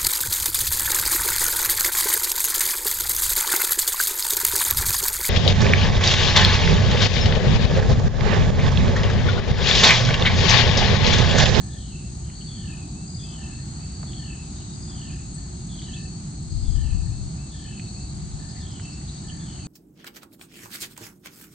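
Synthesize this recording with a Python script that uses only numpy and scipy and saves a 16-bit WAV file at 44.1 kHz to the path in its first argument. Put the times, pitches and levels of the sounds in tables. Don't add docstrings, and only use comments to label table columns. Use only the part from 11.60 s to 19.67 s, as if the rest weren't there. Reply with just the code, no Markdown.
import sys
import numpy as np
from scipy import signal
from scipy.fft import rfft, irfft
from scipy.io import wavfile
from scipy.ndimage import uniform_filter1d

SR = 44100
rng = np.random.default_rng(int(sys.argv[2]) if len(sys.argv) > 2 else 0)


def amplitude_ratio(level_db):
    exponent = np.asarray(level_db, float) / 20
    return 10 ** exponent


def to_wav(s):
    ch = np.atleast_2d(s).T
    pcm = np.round(np.clip(ch, -1, 1) * 32767)
    wavfile.write(sys.argv[1], SR, pcm.astype(np.int16))


N = 355875
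T = np.arange(N) / SR
HZ = np.fft.rfftfreq(N, 1 / SR)
SIDE = np.array([[.5], [-.5]])  # left, right share of a pan in dB

# start_s, length_s, pitch_hz, level_db
FIELD_CHIRPS = [(-.02, 0.38, 4320, -61), (.74, 0.28, 4485, -50), (0.801, 0.32, 4405, -56.5),
                (1.92, .27, 4367, -54), (2.15, 0.34, 4526, -53.5), (2.42, .31, 4440, -51.5),
                (3.2, 0.28, 4454, -56.5), (3.33, 0.21, 4320, -59), (3.36, 0.24, 4670, -59.5),
                (3.68, 0.27, 4454, -56.5), (4.12, 0.23, 4510, -56), (4.35, 0.26, 4480, -52.5),
                (4.7, 0.33, 4325, -57), (4.8, 0.31, 4440, -62), (5.2, 0.25, 4565, -57.5),
                (5.45, 0.28, 4460, -59), (5.95, .15, 4400, -57), (6.16, 0.28, 4470, -54.5),
                (6.2, 0.27, 4310, -56), (6.39, 0.26, 4540, -56.5), (6.76, 0.3, 4456, -55.5),
                (7.22, 0.26, 4463, -56), (7.5, 0.33, 4560, -58), (7.85, .28, 4470, -56)]
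# start_s, length_s, level_db
HIGH_CHIRPS = [
    (1.465, 0.26, -51),
    (3.125, 0.24, -52.5),
    (4.9, 0.284, -55),
]
# start_s, length_s, level_db
LOW_CHIRPS = [(.1, .3, -68), (1.03, 0.33, -70), (1.9, .25, -72), (2.95, 0.22, -62), (4.15, 0.31, -62),
              (6.25, 0.28, -65), (7.47, .16, -67)]
# start_s, length_s, level_db
CROAKS = [(-.05, 0.24, -60), (.96, 0.22, -62), (1.77, 0.24, -62.5), (2.58, 0.17, -62), (3.39, 0.21, -65),
          (3.72, 0.16, -72), (4.26, 0.2, -60.5), (5.14, 0.22, -64.5), (5.4, 0.16, -70), (5.92, 0.22, -63.5),
          (6.79, 0.28, -64.5), (7.63, 0.22, -63)]
# start_s, level_db, time_stretch
RATTLE_CALLS = [(.1, -54.5, 0.93), (.87, -52.5, 0.85), (1.58, -52, 0.93), (2.47, -53, 0.86),
                (3.27, -53.5, 0.84), (4.09, -53.5, 0.92), (5.04, -56, 0.91), (5.91, -53.5, 0.89),
                (7.0, -54.5, 0.92), (7.791, -55, 0.84)]
# age_s, pitch_hz, level_db
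RATTLE_FALL = [(0, 3540, -11.5), (.025, 3480, -5), (.07, 3270, -6), (.15, 3100, -4.5), (.22, 2920, -5),
               (.255, 2645, -6), (.31, 2610, -3.5), (.34, 2560, -17)]
# start_s, length_s, level_db
WHISTLE_NOTES = [(1.35, .115, -59), (1.625, .13, -57), (1.909, 0.1, -56), (2.196, .12, -59.5),
                 (5.508, .11, -60.5), (5.777, .115, -59), (6.061, .12, -57), (6.357, .1, -58)]
# start_s, from_hz, to_hz, level_db, left_minus_right_db
BIRD_CHIPS = [
    (3.738, 8440, 7650, -46.5, 14),
    (4.323, 2830, 3720, -46.5, -9),
    (6.882, 4650, 5300, -54, 0),
    (6.995, 4650, 5340, -55, 2),
    (7.101, 4640, 5500, -56, 2),
    (7.217, 5000, 5900, -58, 6),
    (7.32, 4800, 5600, -55, 1),
]
# start_s, length_s, pitch_hz, level_db, left_minus_right_db
BURRED_NOTES = [
    (.805, 0.024, 3070, -56, -7),
    (3.0, 0.031, 2960, -62, 0),
    (.63, 0.12, 3000, -62.5, -3),
    (6.95, .05, 1950, -61, -6),
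    (4.215, .03, 3600, -55, -2),
    (7.682, 0.031, 3050, -50.5, -5),
]
# start_s, length_s, from_hz, to_hz, level_db
BUBBLE_NOTES = [
    (7.473, 0.0223, 2300, 3970, -53),
    (7.491, 0.0106, 2860, 4010, -44),
    (7.563, 0.031, 2320, 3920, -54),
]
# start_s, peak_db, ring_hz, left_minus_right_db
TICK_HITS = [(.700, -36, 2240, -3), (1.724, -49, 3600, 6), (2.4305, -32.5, 1250, -17),
             (2.437, -31, 700, -14), (2.533, -28.5, 3300, 1.5), (3.223, -38, 5640, 3),
             (4.218, -39, 2200, 6), (6.778, -49, 5000, -1), (6.1965, -26, 2600, -7),
             (7.1977, -28, 1733, -7.5), (7.415, -38, 1810, -1), (7.99, -39, 1899, -6)]
# start_s, held_s, level_db
WIND_GUSTS = [
    (4.97, 0.46, -23.5),
    (5.45, .2, -36),
    (6.6, .17, -38.5),
]
# freq_hz, density_db_per_hz
ROAD_SPECTRUM = [(12, -37.5), (20, -23), (59, 1), (111, -2.5), (146, 0.5), (221, -7.5), (260, -15.5),
                 (295, -14.5), (329, -20.5), (360, -22.5), (447, -30.5), (555, -34), (742, -24), (972, -31),
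                 (1500, -37), (1950, -51), (3300, -120)]
# centre_hz, width_hz, level_db
ENGINE_DRONES = [
    (303, 18, -56.5),
    (356.5, 8.6, -56),
]
# freq_hz, density_db_per_hz
CHORUS_SPECTRUM = [(900, -39.5), (1200, -10), (2040, -15.5), (3430, -15), (3800, -11), (4380, -2),
                   (5580, -14.5), (6470, -3.5), (7300, -7), (8300, -8.5), (8480, -14), (8850, -27),
                   (9400, -35), (9800, -51.5)]
# time_s, level_db
ROAD_HAZE = [(0, -1), (1.3, -0.5), (2.4, 3), (3.2, 0), (4, -1), (6.2, -2), (6.8, 0.5), (8.07, 1.5)]
# freq_hz, shared_fraction
PORT_LIKENESS = [(60, .96), (120, .98), (250, .94), (400, .8), (520, .3), (1000, .35), (2200, .45),
                 (4500, .4), (9000, .5)]
# freq_hz, left_lead_rad
PORT_LEAD = [(1, 0), (350, -.2), (520, -1.2), (950, -3.3), (1550, -3.6), (1900, -6), (2600, -6.5),
             (4300, -5.7), (5250, -4.6), (7150, -4), (8300, -2.5)]
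# freq_hz, left_minus_right_db
PORT_TILT = [(60, 1), (100, -1), (180, -0.5), (320, -0.5), (560, -1), (980, -4.5), (1710, -1.5), (2980, -2),
             (5210, 4), (9110, -1)]
# start_s, length_s, highest_hz
TREBLE_FLICKERS = [(.02, .06, 10300), (.17, .05, 10500), (.62, .13, 10800), (.9, .11, 10600),
                   (1.11, .08, 11800), (1.37, .05, 10100), (1.69, .06, 11000), (2.05, .08, 12500),
                   (2.13, .16, 10200), (2.49, .07, 10500), (2.76, .08, 10500), (2.9, .1, 10900),
                   (3.17, .04, 10800), (3.5, .11, 11000), (3.8, .08, 10200), (3.99, .25, 10600),
                   (4.58, .21, 10400), (4.85, .18, 10600), (5.07, .12, 11100), (5.4, .1, 10300),
                   (5.55, .08, 12200), (5.75, .04, 10100), (6.08, .08, 10200), (6.26, .21, 11200),
                   (6.5, .55, 11000), (6.75, .32, 12900), (7.16, .06, 10200), (7.6, .13, 10200),
                   (7.82, .25, 10800)]


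def level(x, db):
    return x * amplitude_ratio(db) / np.sqrt(np.mean(x ** 2))


def curves(rows, at=T):
    s, *columns = np.transpose(rows)
    return [np.interp(at, s, c) for c in columns]


def over_hz(rows):
    hz, value = np.transpose(rows)
    return np.interp(np.log(HZ + 1), np.log(hz + 1), value)


def walk(rate_hz):
    k = int(SR / rate_hz)
    held = np.repeat(rng.standard_normal(N // k + 1), k)
    return 1.3 * uniform_filter1d(uniform_filter1d(held, k), k)[:N]


def tone(hz):
    return np.sqrt(2) * np.sin(2 * np.pi * np.cumsum(hz) / SR)


def trill(strokes, hz, sweep_hz, duty, scatter_db, detune):
    whole, part = np.divmod(strokes, 1)
    size, pitch = rng.standard_normal((int(whole.max()) + 1, 2))[whole.astype(int)].T
    gate = np.sin(np.pi * np.clip(part / duty, 0, 1))
    note_hz = hz * (1 + detune * pitch) + sweep_hz * (.5 - part / duty)
    return gate * amplitude_ratio(scatter_db * size) * tone(note_hz) / np.sqrt(duty / 2)


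def arch(strokes, top_hz, depth_hz, crest, half, scatter_db):
    whole, part = np.divmod(strokes, 1)
    bow = np.clip((part - crest) / half, -1, 1)
    size = rng.standard_normal(400)[whole.astype(int)]
    return (1 - bow ** 4) * amplitude_ratio(scatter_db * size) * tone(top_hz - depth_hz * bow ** 2 + 8 * walk(20))


def bursts(rows):
    gain = 0
    for start_s, length_s, db in rows:
        to_edge_s = np.minimum(T - start_s, start_s + length_s - T)
        gain = gain + amplitude_ratio(db) * np.clip(to_edge_s / 0.013, 0, 1)
    return gain


def place(x, pan_db, lag, wet_db, t60):
    t = T[:int(t60 * SR)]
    tail = rng.standard_normal((2, 2 * SR))[:, :len(t)] * amplitude_ratio(-60 * t / t60) * (t > .003)
    tail = tail / np.sqrt(np.sum(tail ** 2) / 2)
    echo = signal.fftconvolve(x[None], tail, axes=1)[:, :N]
    late = irfft(rfft(x) * np.exp(-2j * np.pi * HZ * lag / SR), N)
    return (np.array([x, late]) + amplitude_ratio(wet_db) * echo) * amplitude_ratio(SIDE * pan_db)


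def hiss(gain):
    shared, left, right = rfft(rng.standard_normal((3, N)))
    alike = np.clip(over_hz(PORT_LIKENESS), 0, 1)
    turn = amplitude_ratio(over_hz(PORT_TILT) / 2) * np.exp(.5j * over_hz(PORT_LEAD))
    pair = np.sqrt(alike) * shared + np.sqrt(1 - alike) * np.array([left, right])
    return irfft(pair * gain * np.array([turn, 1 / turn]), N)


def reed_crickets():
    near = arch(.85 + 41.16 * T, 8370, 900, 0.546, 0.37, 0.98) * amplitude_ratio(-52)
    neighbour = arch(1.83 + 39.48 * T, 7905, 380, .48, .28, 1.2) * amplitude_ratio(-53)
    band = np.zeros(N)
    for strokes_per_s, hz, db in [(34.0, 6640, -62.0), (32.1, 6450, -66), (36.2, 6200, -64.5),
                                  (31.47, 6900, -66.0), (37.5, 7150, -66.5), (43.14, 7600, -63.5)]:
        strokes = (strokes_per_s + .4 * walk(.5)) * T + 9
        band += trill(strokes, hz, 450, .8, 1.1, .018) * amplitude_ratio(db + 1.5 * walk(1.5))
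    out = place(near, 3.6, 1.85, -9.0, 0.12)
    out = out + place(neighbour, 3.7, 4.02, -3, 0.18)
    return out + place(band, 3, 4.2, 3.95, 0.34)


def strokes_at(rate_hz, wobble_hz):
    return np.cumsum(rate_hz + wobble_hz * walk(6)) / SR


def field_chirps():
    out = trill(strokes_at(49.4, 3), 4396 + 60 * walk(3), 250, .7, 2.6, .015) * amplitude_ratio(-62.5 + 2.1 * walk(2.7))
    for start_s, length_s, hz, db in FIELD_CHIRPS:
        on = (T > start_s) & (T < start_s + length_s)
        age_s = T[on] - start_s
        edge = np.clip(np.minimum(age_s, length_s - age_s) / 0.016, 0, 1)
        strokes = np.minimum(41 * age_s, 19.9)
        out[on] += edge * amplitude_ratio(db) * trill(strokes, hz, 188.5, .9, 1.97, 0.00597)
    return place(out, 1.6, 1.0, -.4, 0.3)


def high_cricket():
    out = trill(strokes_at(43.44, .6), 4810, 220, .75, 1.9, 0.00586) * bursts(HIGH_CHIRPS)
    return place(out * 1.06, 5.5, 2.3, -2.0, 0.25)


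def low_cricket():
    out = trill(strokes_at(56.45, 3) * .87, 3990 + 70 * walk(2.5), 300, .7, 3.1, .025)
    return place(out * (bursts(LOW_CHIRPS) + amplitude_ratio(-71)), 1.5, .8, 1.5, 0.26)


def croaker():
    out = trill(strokes_at(37.87, 4), 1755 + 12 * walk(9), 200, .8, 2.6, 0.0118) * bursts(CROAKS)
    return place(out * 0.74, 7.3, 2.6, 5.2, 0.23)


def rattle_bird():
    out = np.zeros(N)
    for start_s, db, stretch in RATTLE_CALLS:
        age_s = (T - start_s) / stretch
        hz, shape_db = curves(RATTLE_FALL, age_s)
        strokes = np.clip(62 * age_s - 48 * age_s ** 2, 0, 25)
        flicks = trill(strokes, hz, 640 - 1500 * age_s, .66, 2.35, .02)
        out += flicks * amplitude_ratio(db + shape_db) * (age_s > 0) * (age_s < .34)
    slap_s, slap_db = .092, -6
    out = out + amplitude_ratio(slap_db) * np.interp(T - slap_s, T, out)
    return place(out, .1, .3, -4.5, .7) + amplitude_ratio(-12.0) * place(out, .1, .3, 14.3, 0.3)[0]


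def whistles():
    out = np.zeros(N)
    for start_s, length_s, db in WHISTLE_NOTES:
        part = np.clip((T - start_s) / length_s, 0, 1)
        hz = 2650 - 240 * np.exp(-part / .12) - 90 * part ** 12 + 12 * walk(40)
        out += np.sin(np.pi * part) ** 0.18 * amplitude_ratio(db) * tone(hz)
    return place(out, .2, .4, -7, 0.25)


def chips_and_burrs():
    out = np.zeros((2, N))
    for start_s, from_hz, to_hz, db, pan_db in BIRD_CHIPS:
        part = np.clip((T - start_s) / .031, 0, 1)
        out += np.sin(np.pi * part) * tone(from_hz + (to_hz - from_hz) * part) * amplitude_ratio(db + SIDE * pan_db)
    for start_s, length_s, hz, db, pan_db in BURRED_NOTES:
        part = np.clip((T - start_s) / length_s, 0, 1)
        burr = trill(130 * length_s * part, hz, -500, 0.84, 2.4, 0.04)
        out += np.sin(np.pi * part) ** 0.36 * burr * amplitude_ratio(db + SIDE * pan_db)
    return out + amplitude_ratio(-10.5) * place(out.mean(0), .1, .2, 10.3, 0.21)


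def bubbles():
    out = np.zeros(N)
    for start_s, length_s, from_hz, to_hz, db in BUBBLE_NOTES:
        part = np.clip((T - start_s) / length_s, 0, 1)
        hz = to_hz - (to_hz - from_hz) * np.exp(-part / 0.22)
        out += np.sin(np.pi * part) * amplitude_ratio(db) * tone(hz)
    return place(out, 1.5, .3, -2, .12)


def ticks():
    out, t = np.zeros((2, N)), T[:1500]
    for start_s, db, hz, pan_db in TICK_HITS:
        ring = np.sin(2 * np.pi * hz * t) * np.exp(-t / 0.00072) * (1 - np.exp(-t / .00015))
        scatter = signal.fftconvolve(rng.standard_normal(1500) * np.exp(-t / 0.0056), ring)[:1500]
        i = int(start_s * SR)
        out[:, i:i + 1500] += (ring + 0.055 * scatter) * amplitude_ratio(db + SIDE * pan_db)
    return out


def wind():
    high_pass = (HZ / 22) ** 2 / (1 + (HZ / 22) ** 2)
    low_pass = 1 / (1 + (HZ / 105) ** 4.97)
    buffet = irfft(rfft(rng.standard_normal((2, N))) * high_pass * low_pass, N)
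    rise_db_s, fall_db_s, breeze_db = 160, 230, -60.5
    gain = amplitude_ratio(breeze_db)
    for start_s, held_s, db in WIND_GUSTS:
        before_s = np.clip(start_s - T, 0, None)
        after_s = np.clip(T - start_s - held_s, 0, None)
        gain = gain + amplitude_ratio(db - rise_db_s * before_s - fall_db_s * after_s)
    return level(buffet, 0) * gain * amplitude_ratio(np.array([[5], [-12]]) + 1.0 * walk(14))


def engine_drones():
    return sum(level(hiss(1 / np.hypot(1, 2 * (HZ - hz) / width_hz)), db) for hz, width_hz, db in ENGINE_DRONES)


def road_and_chorus():
    road = level(amplitude_ratio(over_hz(ROAD_SPECTRUM)), -33.5)
    chorus = level(amplitude_ratio(over_hz(CHORUS_SPECTRUM)), -48.5)
    colour = np.hypot(road, chorus)
    octave = np.log2(HZ / 30 + 1e-9)
    out = np.zeros((2, N))
    for k in range(10):
        band = np.sqrt(np.clip(1 - abs(octave - k), 0, 1))
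        swell_db = 0.45 * walk(1.544) + 1.14 * walk(9)
        if k == 6:
            swell_db = swell_db + curves(ROAD_HAZE)[0]
        out += hiss(colour * band) * amplitude_ratio(swell_db)
    return out


def treble_flickers():
    hop = 1024
    at_s = (np.arange(N // hop + 2) * hop - 44) / SR
    reach_hz = np.max([hz * (at_s > start_s) * (at_s < start_s + length_s)
                       for start_s, length_s, hz in TREBLE_FLICKERS], axis=0)
    floor_hz = 8800 + 140 * rng.standard_normal(len(at_s))
    reach_hz = np.maximum(reach_hz * (rng.random(len(at_s)) < .68), floor_hz)
    out = np.zeros((2, N))
    for k in range(16):
        lo_hz = 8640 + 260 * k
        chance = rng.random(len(at_s))
        flickering = (lo_hz < reach_hz) & (chance < .78 - .03 * k)
        stray = (chance < .035) & (k < 7)
        steps = np.repeat((flickering | stray) * amplitude_ratio(-78.0 - 1.27 * k), hop)
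        gain = uniform_filter1d(steps, 400)[556:N + 556]
        band = 1. * (HZ >= lo_hz) * (HZ < lo_hz + 260)
        out += level(hiss(band)[0], 0) * gain
    return out


def scene():
    crickets = reed_crickets() + field_chirps() + high_cricket() + low_cricket()
    animals = crickets + croaker() + rattle_bird() + whistles() + chips_and_burrs()
    return animals + bubbles() + ticks() + wind() + engine_drones() + road_and_chorus()


def band_limit(x):
    return signal.sosfilt(signal.butter(12, 12900, fs=SR, output="sos"), x)


def record(dry):
    mix = irfft(rfft(dry) * (HZ < 8640), N) + treble_flickers()
    return band_limit(mix)


dry = scene()
out = record(dry)
to_wav(out)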